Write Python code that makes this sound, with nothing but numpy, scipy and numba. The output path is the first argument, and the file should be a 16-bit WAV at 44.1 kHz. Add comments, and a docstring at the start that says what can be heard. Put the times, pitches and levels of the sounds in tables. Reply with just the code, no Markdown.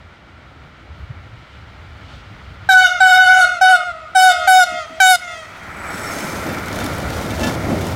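"""At a station platform, an electric locomotive nears at speed, sounds its air horn six times and hauls its train by.
The horn sums swept partials; delayed copies return from masts, a wall and small things, late and lower in pitch.
Coloured noise makes rumble, rolling, hiss and breeze; struck modes make the wheel clatter, slow sines the buffets.
The microphone's gain control ducks everything under the horn."""
import sys
import numpy as np
from scipy import signal
from scipy.fft import rfft, irfft, next_fast_len
from scipy.io import wavfile
from scipy.ndimage import uniform_filter1d, minimum_filter1d
from numba import njit

SR = 44100
rng = np.random.default_rng(int(sys.argv[2]) if len(sys.argv) > 2 else 0)


def store_pcm(level_fs):
    """Save levels as 16-bit WAV."""
    pcm = np.round(np.clip(level_fs, -1, 1) * 32767).astype(np.int16)
    wavfile.write(sys.argv[1], SR, np.atleast_2d(pcm).T)


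N = 350595

SPEED_M_PER_S, PASS_S, TRACK_M, SOUND_M_PER_S = 26.4, 5.8, 5, 343

# breeze, gust and their spectrum: (frequency [Hz], gain [dB])
BREEZE_DB, GUST_DB, GUST_STARTS_S, GUST_ENDS_S = -44.7, -41.3, .9, 3.8
BREEZE_COLOUR = [(20, -30), (40, -14), (62, 0), (78, 0), (108, -3.5), (135, -8.5), (200, -17.5), (400, -62)]
# wind buffets: (time [s], frequency [Hz], width [s], peak level [dB])
BUFFETS = [(.92, 75, 0.017, -28.5), (1.035, 79.3, 0.0077, -25), (1.108, 122.6, 0.0067, -21),
           (1.17, 85.3, .012, -30), (1.335, 110.6, 0.014, -31.5)]

# spectra of the rolling noise: (frequency [Hz], gain [dB])
RUMBLE_COLOUR = [(20, -34), (40, -21), (62, -1.5), (78, -0.5), (108, 0), (135, -7.5), (200, -17),
                 (400, -64)]
BODY_COLOUR = [(90, -26), (160, 1), (230, -0.5), (330, -2), (410, -6.5), (540, -5), (640, -3), (760, -8.5),
               (1100, -16), (2500, -83)]
RAIL_COLOUR = [(450, -6.5), (850, -0.5), (1100, -1), (1260, 3.5), (1385, 6.5), (1620, -1.5), (1950, 0),
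               (2320, -.5), (2600, -12.5), (3400, -44), (6000, -54)]
HISS_FAR_COLOUR = [(1500, -19), (2900, 5.5), (4200, -1.5), (6000, -11.5), (8000, -18), (12000, -34),
                   (16000, -38)]
HISS_NEAR_COLOUR = [(1500, -23), (2900, 1.5), (4200, -1), (6300, -4), (8200, -8), (11000, -10.5),
                    (16000, -14)]
RATTLE_COLOUR = [(1500, -2), (2600, -5), (4000, 0), (8000, -3), (15000, -10)]
# growth of each rolling part, before bogie swells: (draws level [s], level alongside [dB], reach [m],
# trend along the train [dB/s], level carried by the track at no distance [dB], its loss [dB/m])
RUMBLE_PASS = (7.0, -28.3, 12.5, 2, -45, .13)
BODY_PASS = (6.3, -28.8, 8.5, 2.0, -47.5, .016)
RAIL_PASS = (6, -28.1, 9.3, -3.5, -37.8, .064)
HISS_PASS = (6.0, -39.5, 2.5, 0, -45, 0.07)
# bogies going by: (time [s], rumble swell [dB], body swell [dB], hiss swell [dB]); rails get half the body swell
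BOGIES = [(6.18, 0, 0.5, 2.5), (6.52, 1.5, 2.2, .5), (6.84, 1, 2, 4), (7.2, 0, 1.5, 3), (7.46, 1.5, 4.5, 7),
          (7.71, 6, 4.5, -0.5), (7.83, 1.5, 1.5, 2.5)]
BOGIE_WIDTH_S = .052

# flange brushing the rail far off: (time [s], width [s], level [dB])
FLANGE = (2.126, 0.06, -47.5)
# hiss of the locomotive's running gear: (time [s], width [s], level [dB])
LOCO_HISS = (6.19, 0.21, -39.5)
# its spectrum: (frequency [Hz], gain [dB])
LOCO_HISS_COLOUR = [(3000, -25), (5500, -2), (8000, 2), (11000, -2), (16000, -11)]

# wheel tones before Doppler: (frequency [Hz], width [Hz], level [dB], loudest at [s])
WHEEL_TONES = [(5430, 120, -39.5, 6.15), (6400, 110, -42, 6.24), (7840, 220, -41, 6.0),
               (14300, 350, -48, 6.5)]
# wheels striking rail joints: (time [s], relative thud level [dB], relative clank level [dB])
JOINTS = [(4.72, -32, -55), (4.90, -33, -55), (6.160, -26, -42), (6.488, -31, -31.5), (6.80, -23, -28),
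          (6.85, -24, -34), (7.084, -31, -34), (7.309, -34, -31), (7.405, -21, -24.5), (7.431, -30, -20.5),
          (7.467, -20, -20.5), (7.659, -18, -41), (7.70, -18.5, -30.5)]
# modes of a struck wheel: (frequency [Hz], relative level [dB], t60 [s])
WHEEL_MODES = [(617, -2, 0.13), (862, 0, 0.17), (1730, 1, 0.18), (2300, -4, 0.18), (2680, -3, 0.22),
               (3080, -4.5, .15), (3590, -4.5, .2), (5460, -9, .15)]
# spectra of a wheel blow: (frequency [Hz], gain [dB])
THUD_COLOUR = [(50, -25), (110, -3), (260, 18), (600, -11), (1400, -20), (6000, -45)]
CRASH_COLOUR = [(400, -5), (900, 2), (2500, -3.5), (6000, -5), (15000, -23)]

# masts and gantries that return the horn: (up the line [m], across [m], gain before colouring [dB])
MASTS = [(69.8, 6, -23.5), (110.6, 6.8, -45.5)]
WALL_M, WALL_DB = 47, -21
# spectra of the echoes and of the smear: (frequency [Hz], gain [dB])
ECHO_COLOUR = [(700, -1.5), (1500, 1.5), (2200, 13), (3000, 1), (4000, 2), (7000, 1.5), (11000, -9.5),
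               (16000, -5)]
SMEAR_COLOUR = [(750, -7.5), (1500, -3), (2300, -2), (3000, 4.5), (5000, 3.5), (9000, 1), (16000, -6)]

# presses of the horn valve: (opens [s], shuts [s], relative level [dB], pitch overshoot [Hz],
# fundamental trim [dB], third partial trim [dB], treble tilt [dB/decade], echo trim [dB], attack [s])
PRESSES = [(2.689, 2.833, -1.5, 41.4, -2.5, -1.5, -7, 7, .005),
           (3.002, 3.404, -1.5, 25, -1, -1, -8, 5, .006), (3.610, 3.720, -.5, 18.5, .5, -2, -4.5, 1.5, .01),
           (4.148, 4.278, -4, 26.3, 6, -1, 4, 2.5, .018), (4.473, 4.594, -3, 20.8, 5, 3, 6, -2, 0.0076),
           (5.001, 5.112, 0.5, 38, -1.5, 3.5, 8, -8.5, .0037)]
HORN_HZ, SAG_HZ_PER_S, EMPTY_S, HORN_DB = 746.06, 804, 0.045, 3
# spectrum that sets the horn partials: (frequency [Hz], relative level [dB])
HORN_SPECTRUM = [(747, -1.5), (1494, -1), (2240, -18.5), (2990, -19.5), (3735, -16.5), (4480, -25.5),
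                 (5230, -24.5), (6700, -27.5), (8200, -30), (11200, -33), (12700, -41.5), (15700, -47)]
# air pressure faltering in the long blast: (time [s], width [s], depth as time of sag [s])
FALTERS = [(3.132, 0.0095, 0.0206), (3.271, 0.0098, 0.02)]
# spectrum of the air rush: (frequency [Hz], gain [dB])
RUSH_COLOUR = [(1200, -25), (3500, 0), (9000, -2), (16000, -7)]

TOP_HZ = 15850


def undb(db):
    """Decibels to amplitude."""
    return 10 ** (np.asarray(db) / 20)


def unit(x):
    """Scale to rms 1."""
    return x / np.sqrt(np.mean(x ** 2))


def read_db(points, hz):
    """Level of a spectrum at any frequency, interpolated over log frequency."""
    f, db = np.transpose(points)
    return np.interp(np.log(np.maximum(hz, 1)), np.log(f), db)


def colour(x, points):
    """Filter by a spectrum of (Hz, dB) points."""
    size = next_fast_len(len(x) + 2048)
    gain = undb(read_db(points, np.fft.rfftfreq(size, 1 / SR)))
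    return irfft(rfft(x, size) * gain, size)[:len(x)]


def walk(rate_hz, size=N):
    """Random wander between knots at a rate, with a spread near 1."""
    at = np.arange(size) / SR * rate_hz
    return np.interp(at, np.arange(8192), rng.standard_normal(8192)) * np.sqrt(3 / 2)


def bump(at_s, width_s):
    """A bell-shaped swell, 1 at its top."""
    return np.exp(-((np.arange(N) / SR - at_s) / width_s) ** 2 / 2)


def add(track, start_s, x):
    """Mix a sound in at a time."""
    i = int(start_s * SR)
    track[i:i + len(x)] += x[:N - i]


def wind(rise_s=.12, fall_s=.5):
    """The breeze rumbles on the microphone and gusts once; small eddies thump it for a few cycles each."""
    t = np.arange(N) / SR
    gust = undb(GUST_DB) * np.clip((t - GUST_STARTS_S) / rise_s, 0, 1)
    gust = gust * np.clip((GUST_ENDS_S - t) / fall_s, 0, 1)
    rumble = unit(undb(2 * walk(12)) * colour(rng.standard_normal(N), BREEZE_COLOUR))
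    out = np.hypot(undb(BREEZE_DB), gust) * rumble
    for s, hz, width_s, db in BUFFETS:
        out += undb(db) * bump(s, width_s) * np.sin(2 * np.pi * (hz * t + rng.random()))
    return out


def approach(arrives_s, beside_db, reach_m, trend_db_per_s, carried_db, loss_db_per_m):
    """Rolling gain: the track carries a little far ahead; the rest wells up over the last metres and stays."""
    since_s = np.arange(N) / SR - arrives_s
    gap_m = SPEED_M_PER_S * np.maximum(-since_s, 0)
    beside = undb(beside_db + trend_db_per_s * np.maximum(since_s, 0)) / (1 + (gap_m / reach_m) ** 2)
    carried = undb(carried_db - loss_db_per_m * gap_m)
    return np.hypot(carried, beside)


def rolling(points, flicker_db, flicker_hz, grit=0.):
    """Rough steel on steel: dense knocks of uneven size, in a resonant colour, with a restless level."""
    knocks = rng.standard_normal(N) * np.exp(grit * rng.standard_normal(N))
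    return unit(colour(knocks, points) * undb(flicker_db * walk(flicker_hz)))


def rattle(count=320, spread_db=4.0, ring_share=.25, tick_db=6, tick_s=.0015):
    """Loose steel under the wagons: random ticks of uneven size, each with a short ring."""
    out, t = np.zeros(N), np.arange(SR // 16) / SR
    times_s = rng.random(count) * N / SR
    sizes = np.minimum(rng.exponential(size=count), 3.5)
    for s, size in zip(times_s, sizes):
        ring = 0
        for hz, db, t60_s in WHEEL_MODES:
            decay = undb(db - 60 * t / (ring_share * t60_s))
            ring = ring + decay * rng.standard_normal() * np.sin(2 * np.pi * hz * t)
        tick = undb(tick_db) * rng.standard_normal(len(t)) * np.exp(-t / tick_s)
        add(out, s, undb(spread_db * size) * (ring / 2 + tick))
    return unit(colour(out, RATTLE_COLOUR))


def train(bright_m=10.0, rattle_db=-7):
    """Rumble, wagon bodies, rails and hiss, which brightens and rattles when close; bogies swell them all."""
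    swells_db = sum(np.outer(dbs, bump(s, BOGIE_WIDTH_S)) for s, *dbs in BOGIES)
    rumble_swell, body_swell, hiss_swell = undb(swells_db)
    gap_m = SPEED_M_PER_S * np.maximum(HISS_PASS[0] - np.arange(N) / SR, 0)
    close = 1 / (1 + (gap_m / bright_m) ** 2)
    hiss = np.sqrt(1 - close) * rolling(HISS_FAR_COLOUR, 0.57, 20)
    hiss += np.sqrt(close) * rolling(HISS_NEAR_COLOUR, 1.0, 55, grit=0.53)
    hiss += close * undb(rattle_db) * rattle()
    out = rumble_swell * approach(*RUMBLE_PASS) * rolling(RUMBLE_COLOUR, 1.7, 16)
    out += body_swell * approach(*BODY_PASS) * rolling(BODY_COLOUR, 1.16, 25)
    out += np.sqrt(body_swell) * approach(*RAIL_PASS) * rolling(RAIL_COLOUR, 0.78, 35, grit=0.25)
    return out + hiss_swell * approach(*HISS_PASS) * hiss


def hisses():
    """A flange brushes the rail far off; the locomotive's running gear hisses as it goes by."""
    out = np.zeros(N)
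    for (s, width_s, db), points in [(FLANGE, HISS_FAR_COLOUR), (LOCO_HISS, LOCO_HISS_COLOUR)]:
        out += undb(db) * bump(s, width_s) * rolling(points, 1.0, 40)
    return out


def wheel_song(glide=0.054, swell_s=.15):
    """Thin high wheel tones swell in turn and slide down as the locomotive goes by."""
    doppler = 1 - glide * np.tanh((np.arange(N) / SR - 6.1) / .8)
    out = np.zeros(N)
    for hz, width_hz, db, s in WHEEL_TONES:
        level = undb(db) * bump(s, swell_s) * walk(width_hz)
        heard_hz = hz * doppler + width_hz / 2 * walk(200)
        out += level * np.sin(2 * np.pi * np.cumsum(heard_hz) / SR)
    return out


def clatter(decay_s=0.032, crash_db=-2, crash_s=0.016, rise_s=.002):
    """Each wheel blow thuds in the bogie, rings the wheel and shakes loose steel."""
    out, t = np.zeros(N), np.arange(SR // 4) / SR
    for s, thud_db, clank_db in JOINTS:
        thud = unit(colour(rng.standard_normal(len(t)), THUD_COLOUR)) * np.exp(-t / decay_s)
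        crash = unit(colour(rng.standard_normal(len(t)), CRASH_COLOUR)) * np.exp(-t / crash_s)
        ring = 0
        for hz, db, t60_s in WHEEL_MODES:
            decay = undb(db + 3 * rng.standard_normal() - 60 * t / t60_s)
            ring = ring + decay * np.sin(2 * np.pi * (hz * t + rng.random()))
        clank = ring / 2 + undb(crash_db) * crash
        blow = undb(thud_db) * thud + undb(clank_db) * clank
        add(out, s, blow * (1 - np.exp(-t / rise_s)))
    return out


def ballast(x, wet_db=-9, decay_s=0.047, rise_s=0.0035, drift_s=.00012):
    """Stones, rails and wires smear the upper partials; moving air makes the two paths beat."""
    t, i = np.arange(SR // 3) / SR, np.arange(N)
    out = 0
    for _ in range(2):
        tail = rng.standard_normal(len(t)) * np.exp(-t / decay_s) * (1 - np.exp(-t / rise_s))
        wet = signal.fftconvolve(x, tail / np.sqrt(2 * np.sum(tail ** 2)))[:N]
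        out = out + np.interp(i + drift_s * SR * walk(25), i, wet)
    return undb(wet_db) * colour(out, SMEAR_COLOUR)


def echo(x, along_m, across_m, onward_m):
    """Horn by way of a point: the path shrinks more slowly than the straight one, so the pitch is lower."""
    sent_s = np.linspace(0, N / SR, 200)
    place_m = SPEED_M_PER_S * (PASS_S - sent_s)
    straight_s = sent_s + np.hypot(place_m, TRACK_M) / SOUND_M_PER_S
    late_s = sent_s + (np.hypot(place_m - along_m, across_m) + onward_m) / SOUND_M_PER_S
    i = np.arange(N)
    return np.interp(np.interp(i, late_s * SR, straight_s * SR), i, x)


def yard(x, scatter_db=-32.7, fade_db_per_m=0.15, count=56):
    """Echoes from the wall, the masts and many small things strewn along the line and up the hillside."""
    out = undb(WALL_DB) * echo(x, 0, 2 * WALL_M, 0)
    for along_m, across_m, db in MASTS:
        out += undb(db) * echo(x, along_m, across_m, np.hypot(along_m, across_m))
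    for k, (u, v) in enumerate(rng.random((count, 2))):
        along_m = 130 * u - 10
        across_m = 4 + 105 * ((k + v) / count) ** 2
        gain = undb(scatter_db - fade_db_per_m * (across_m + along_m / 2))
        out += gain * echo(x, along_m, across_m, np.hypot(along_m, across_m))
    # soft ground swallows the fundamental, air the top
    return colour(out, ECHO_COLOUR)


def toot(opens_s, shuts_s, overshoot_hz, first_db, third_db, tilt_db, attack_s, settle_s=0.0169,
         stop_s=0.0038, waver=0.0013, rasp=0.0045, shimmer_db=4.0, dispersion_rad=1.0,
         fade_db_per_s=190, rush_db=-32):
    """The diaphragm starts sharp, settles, sags as air runs out; the flare shifts each partial's phase."""
    t = np.arange(int((shuts_s - opens_s + 2 * EMPTY_S) * SR)) / SR
    since_shut_s = np.maximum(opens_s + t - shuts_s, 0)
    falter_s = sum(depth_s * np.exp(-((opens_s + t - s) / width_s) ** 2 / 2) for s, width_s, depth_s in FALTERS)
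    sag_s = since_shut_s + falter_s
    hz = HORN_HZ + overshoot_hz * np.exp(-t / settle_s) - SAG_HZ_PER_S * sag_s
    unsteady = 1 + waver * walk(50.6, len(t)) + rasp * walk(1200, len(t))
    phase = 2 * np.pi * np.cumsum(hz * unsteady) / SR
    # air rushes through the throat once a cycle
    rush = unit(colour(rng.standard_normal(len(t)), RUSH_COLOUR))
    out = undb(rush_db + tilt_db) * rush * (1 + np.cos(phase)) / 2
    for k in np.arange(1, 22):
        trim_db = first_db if k == 1 else tilt_db * np.log10(k / 2)
        db = read_db(HORN_SPECTRUM, k * HORN_HZ) + trim_db + third_db * (k == 3)
        # air turbulence shakes the short waves most
        db = db + shimmer_db * np.log10(k + 1) * walk(29.1, len(t))
        # low partials fade first
        db = db - fade_db_per_s * sag_s / np.sqrt(k)
        out = out + undb(db) * np.sin(k * phase + dispersion_rad * k * k)
    return out * np.clip(t / attack_s, 0, 1) * np.exp(-np.maximum(since_shut_s - EMPTY_S, 0) / stop_s)


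def horn():
    """All valve presses by the straight path, and the share of each sent to the echoes."""
    direct, spread = np.zeros(N), np.zeros(N)
    for opens_s, shuts_s, db, overshoot_hz, first_db, third_db, tilt_db, echo_db, attack_s in PRESSES:
        blast = toot(opens_s, shuts_s, overshoot_hz, first_db, third_db, tilt_db, attack_s)
        call = undb(HORN_DB + db) * blast
        add(direct, opens_s, call)
        add(spread, opens_s, undb(echo_db) * call)
    return direct, spread


def scene(smear_db=-6):
    """Wind and train, under the horn, its echoes and the smear of both over the ballast."""
    direct, spread = horn()
    echoes = yard(spread)
    horn_sound = direct + echoes + ballast(spread + undb(smear_db) * echoes)
    train_sound = train() + hisses() + wheel_song() + clatter()
    return (wind() + train_sound + horn_sound)[None]


@njit
def peak_follower(x, release):
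    """Jumps to each peak and sinks slowly."""
    out, e = np.empty(len(x)), 0.
    for i in range(len(x)):
        e = max(abs(x[i]), e * (1 - release))
        out[i] = e
    return out


def limit(x, ceiling, release_s):
    """Look-ahead gain that holds the peaks at a ceiling."""
    gain = ceiling / np.maximum(peak_follower(x[0], 1 / (release_s * SR)), ceiling)
    return x * uniform_filter1d(minimum_filter1d(gain, size=128), size=128)


def record(dry):
    """A slow gain control ducks everything under the horn, a quick limiter follows; the top is cut."""
    ducked = limit(dry, ceiling=1.19, release_s=0.83)
    held = limit(ducked, ceiling=0.96, release_s=.03)
    return signal.sosfilt(signal.ellip(10, .1, 80, TOP_HZ, fs=SR, output="sos"), held)


dry = scene()
out = record(dry)
store_pcm(out)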